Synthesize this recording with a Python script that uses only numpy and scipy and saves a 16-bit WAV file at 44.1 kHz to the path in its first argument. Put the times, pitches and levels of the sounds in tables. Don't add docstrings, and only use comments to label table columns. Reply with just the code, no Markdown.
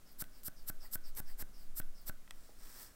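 import sys
import numpy as np
from scipy import signal
from scipy.fft import rfft, irfft
from scipy.io import wavfile

SR = 44100
rng = np.random.default_rng(int(sys.argv[2]) if len(sys.argv) > 2 else 0)


def waveform_to_disk(signal):
    frames = np.transpose(np.atleast_2d(signal))
    scaled = np.clip(frames, -1, 1) * 32767
    samples = np.round(scaled).astype(np.int16)
    wavfile.write(sys.argv[1], SR, samples)


N = 130095
TIME = np.arange(N) / SR

# stop_s, full_flow_s, jet_db, body_boost_db, rasp_db, thump_db, ring_db
SQUEEZES = [(.2230, 0.035, -38.5, 3, -68, -38, -41.5), (0.4831, 0.042, -40.5, 0, -82, -39, -47),
            (.7000, 0.03, -37.5, 1.5, -72, -36.5, -42), (0.9564, 0.039, -37, -2, -71, -39, -40),
            (1.202, 0.046, -42.5, 1.5, -56.5, -38.5, -46.5), (1.425, 0.045, -44.5, 4.5, -57, -40, -49.5),
            (1.8008, .045, -39.5, -2, -66.5, -37.5, -41), (2.0967, .036, -41.5, 3.5, -60, -37.5, -40)]


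def from_db(db):
    return 10 ** (np.asarray(db) / 20)


def unit_power(x):
    return x / np.sqrt(np.mean(x ** 2) + 1e-20)


def gain_curve(rows):
    return from_db(np.interp(TIME, *np.transpose(rows)))


def noise(spectrum):
    hz, db = np.transpose(spectrum)
    bins_hz = np.maximum(np.fft.rfftfreq(N, 1 / SR), 1)
    colour = from_db(np.interp(np.log(bins_hz), np.log(hz), db))
    return unit_power(irfft(rfft(rng.standard_normal(N)) * colour, N))


def lowpass(x, hz, order=2):
    sos = signal.butter(order, min(hz, SR / 2 - 1000), fs=SR, output="sos")
    return signal.sosfilt(sos, x + 1e-18)


def flutter(hz):
    return unit_power(lowpass(rng.standard_normal(N), hz))


def ring(impulse, hz, t60_s):
    decay, step = from_db(-60 / (t60_s * SR)), 2 * np.pi * hz / SR
    return signal.lfilter([0, np.sin(step)], [1, -2 * decay * np.cos(step), decay ** 2], impulse + 1e-18)


def strike(time_s, modes, alternate=False):
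    impulse = np.zeros(N)
    impulse[int(time_s * SR)] = 1
    return sum((-1) ** (k * alternate) * from_db(db) * ring(impulse, hz, t60_s)
               for k, (hz, db, t60_s) in enumerate(modes))


def airy_tone(hz, width_hz):
    phase = 2 * np.pi * np.cumsum(hz) / SR
    return unit_power(flutter(width_hz) * np.cos(phase) + flutter(width_hz) * np.sin(phase))


def room_tone(level_db=-61.5):
    # frequency_hz, density_db
    spectrum = [(30, 8.5), (60, -3), (130, -9.5), (230, -6), (400, -14), (640, -14), (950, -20.5),
                (1300, -16.5), (1510, -18), (1700, -20), (2600, -24), (5000, -23.5), (8200, -23.5),
                (16000, -25)]
    return from_db(level_db) * noise(spectrum)


def draught():
    # time_s, level_db
    strength = [(0, -51.5), (.6, -45), (.85, -40), (1.9, -37.5), (2.2, -45.5), (2.65, -44.5), (2.8, -61),
                (2.95, -63)]
    # frequency_hz, density_db
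    rumble = [(3, -10.5), (7, -2), (11, -1), (20, -20.5), (30, -32), (60, -43), (150, -79), (500, -110)]
    return gain_curve(strength) * noise(rumble)


def notebook_slide(grain_db=2, bright_hz=14000):
    # time_s, level_db
    slide = [(2.33, -71), (2.45, -66.5), (2.56, -71.5), (2.63, -60), (2.73, -58.5), (2.785, -55.5),
             (2.83, -53), (2.88, -61), (2.92, -70.5), (2.95, -70)]
    # frequency_hz, density_db
    paper = [(150, 2), (500, -3), (1000, 0), (1800, 1.5), (2650, -8), (3700, -4.5), (5450, 3), (6700, -5),
             (7500, 1.5), (8600, 2), (9800, -8), (12000, -5.5), (13700, -3), (16000, -1.5)]
    speed = (TIME > slide[0][0]) * gain_curve(slide)
    bright_hiss = speed / speed.max() * airy_tone(np.full(N, bright_hz), width_hz=2800)
    return speed * (noise(paper) + bright_hiss) * from_db(grain_db * flutter(hz=300))


def desk_knock(time_s=2.4912, gain_db=-56):
    # pitch_hz, level_db, t60_s
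    desk = [(430, -1.5, 0.033), (610, 2, 0.023), (820, 0, 0.022), (1100, -8, .012)]
    return from_db(gain_db) * strike(time_s, desk, alternate=True)


def ink_tick_and_tool_clicks():
    # time_s, relative_db, cutoff_hz
    ticks = [(0.2405, -38, 14100), (.978, -47, 7000), (1.815, -40, 4500), (1.82, -44, 9000),
             (2.2768, -35.5, 2420), (2.3085, -26, 12800), (2.671, -43, 14000), (2.825, -55, 9000)]
    # pitch_hz, level_db, t60_s
    modes = [(710, -8, 0.006), (1240, -6.5, 0.0098), (1945, -6, 0.019), (2594, -9, .016),
             (3320, -2.5, 0.0093), (4160, -4.5, 0.0044), (5000, -13.5, 0.017), (5800, -6, 0.005),
             (7700, -4.5, .005), (8700, -2.5, 0.0057), (12500, -8, .005), (14500, -4, 0.0044)]
    return sum(from_db(db - 12.5) * lowpass(strike(time_s, modes, alternate=True), cutoff_hz)
               for time_s, db, cutoff_hz in ticks)


def bulb_refills(valve_hz=5330, sag_fraction=.15, fade_db=12.5):
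    # start_s, length_s, hiss_db, valve_db
    refills = [(0.056, 0.095, -66.5, -64), (0.319, 0.11, -64.5, -65.5), (0.559, 0.084, -67.5, -62.5),
               (0.802, .09, -57.5, -59), (1.036, 0.083, -58.5, -58), (1.255, 0.096, -57.5, -60.5),
               (1.528, .16, -64.5, -64.5), (1.943, 0.11, -67, -63.5)]
    # frequency_hz, density_db
    intake = [(500, -3), (900, -1.5), (2000, -2), (2800, -6), (5200, -11.5), (6700, -12.5), (8200, 3.5),
              (9800, -8.5), (12000, -3), (15000, 3)]
    sag, hiss_gain, valve_gain = np.zeros((3, N))
    for start_s, length_s, hiss_db, valve_db in refills:
        progress = np.clip((TIME - start_s) / length_s, 0, 1)
        arch = np.abs(np.sin(np.pi * progress))
        sag += sag_fraction * progress * (progress < 1)
        hiss_gain += from_db(hiss_db) * arch
        valve_gain += from_db(valve_db - fade_db * progress) * np.sqrt(arch)
    return hiss_gain * noise(intake) + valve_gain * airy_tone(valve_hz * (1 - sag), width_hz=410)


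def valve_squeaks(base_hz=11000, glide_hz=4000, glide_s=.019, fade_db=5):
    # time_s, level_db
    squeaks = [(.117, -64), (.379, -69), (.625, -71), (0.852, -60), (1.081, -65), (1.622, -69),
               (2.016, -68)]
    gain, glide = np.zeros((2, N))
    for time_s, db in squeaks:
        age = np.clip((TIME - time_s) / glide_s, -1, 2)
        glide += np.exp(-age) * (age > -1) * (age < 2)
        window = (1 + age) * (1 - age / 2) ** 2
        gain += from_db(db - fade_db * age) * window
    return gain * airy_tone(base_hz + glide_hz * glide, width_hz=170)


def ink_gurgles(rise_per_s=7.3):
    # centre_s, spread_s, pitch_hz, level_db
    gurgles = [(0.844, 0.0087, 860, -63), (0.856, 0.0047, 1904, -64.5), (1.296, 0.012, 1820, -66)]
    out = np.zeros(N)
    for centre_s, spread_s, hz, db in gurgles:
        offset_s = TIME - centre_s
        swell = from_db(db) * np.exp(-.5 * (offset_s / spread_s) ** 2)
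        out += swell * airy_tone(hz * (1 + rise_per_s * offset_s), width_hz=150)
    return out


def ink_spits(decay_s=.0005):
    # start_s, relative_db
    spits = [(.180, -62), (0.2035, -34), (.2408, -44), (.434, -37), (.438, -36), (0.4582, -33),
             (0.464, -35), (.6665, -62.5), (.685, -25.5), (0.9128, -40), (0.917, -42), (0.9349, -27),
             (1.1512, -36), (1.1736, -30), (1.378, -49)]
    # frequency_hz, density_db
    spray = [(1000, -37), (3000, -21), (5300, -10), (6700, -16), (8300, -5), (9700, -15), (12000, -1),
             (16000, -9)]
    bursts = sum(from_db(db - 6) * (TIME >= start_s) * np.exp(-np.clip((TIME - start_s) / decay_s, 0, 20))
                 for start_s, db in spits)
    return bursts * noise(spray)


def bulb_thumps(dip_s=.00207, sag_s=.0058, edge_hz=2530):
    # pitch_hz, level_db, t60_s
    bulb = [(1485, 0, .023), (1512, -17, .19), (1350, -19, .03), (634, -32, .12), (450, -19, .025)]
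    out = np.zeros(N)
    for stop_s, *_, thump_db, ring_db in SQUEEZES:
        gate = np.clip((stop_s + dip_s - TIME) * SR, 0, 1) * (TIME >= stop_s)
        dip = gate * np.exp(-np.abs(TIME - stop_s) / sag_s)
        out -= from_db(thump_db) * lowpass(dip, edge_hz) + from_db(ring_db) * strike(stop_s, bulb)
    return out


def air_jets(swell_s=.025, swell_db=18, shut_s=.00097, rough_db=.25, body_hz=5560):
    # frequency_hz, density_db
    jet_spectrum = [(200, -30.5), (800, -30), (1300, -14.5), (2050, -24), (2550, -32), (3000, -24.5),
                    (3400, -21), (4150, -16.5), (4500, -16), (5250, -12), (5600, -13.5), (6150, -14.5),
                    (6700, -19.5), (7800, -6.5), (8300, -6.5), (8900, -6.5), (9600, -17), (10400, -11.5),
                    (11200, -3.5), (11900, -2), (14000, -4), (16000, -5.5)]
    # frequency_hz, density_db
    rasp_spectrum = [(200, 2), (650, 0), (1200, -1.5), (2150, -3.5), (2700, -10.5), (5000, -35)]
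    air = noise(jet_spectrum) * from_db(rough_db * flutter(hz=346))
    body = lowpass(lowpass(air, body_hz)[::-1], body_hz)[::-1]
    rasp = noise(rasp_spectrum)
    out = np.zeros(N)
    for stop_s, full_flow_s, jet_db, body_boost_db, rasp_db, _, _ in SQUEEZES:
        swell_left = np.clip(1 - (TIME - stop_s + full_flow_s) / swell_s, 0, 10)
        shutoff = np.exp(-np.clip((TIME - stop_s) / shut_s, 0, 20))
        flow = from_db(-swell_db * swell_left ** 2) * shutoff
        hiss = air + (from_db(body_boost_db) - 1) * body
        out += flow * (from_db(jet_db) * hiss + from_db(rasp_db) * rasp)
    return out


def add_room(direct, mid_lift_db=10):
    t = TIME[:SR // 2]
    response = np.zeros(len(t))
    for db, t60_s in ((-25.5, .039), (-22.5, .34)):
        tail = rng.standard_normal(len(t)) * from_db(-60 * t / t60_s) * (t > .002)
        response += from_db(db) * tail / np.linalg.norm(tail)
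    mids = lowpass(response, hz=2230) - lowpass(response, hz=239, order=1)
    return direct + signal.fftconvolve(direct, response + from_db(mid_lift_db) * mids)[:N]


def scene():
    blowing = air_jets() + bulb_thumps() + ink_spits() + bulb_refills() + valve_squeaks() + ink_gurgles()
    direct = blowing + ink_tick_and_tool_clicks() + desk_knock() + notebook_slide()
    return (add_room(direct) + room_tone() + draught())[None]


def record(dry):
    return signal.sosfilt(signal.ellip(12, .1, 80, 15800, fs=SR, output="sos"), dry)


dry = scene()
out = record(dry)
waveform_to_disk(out)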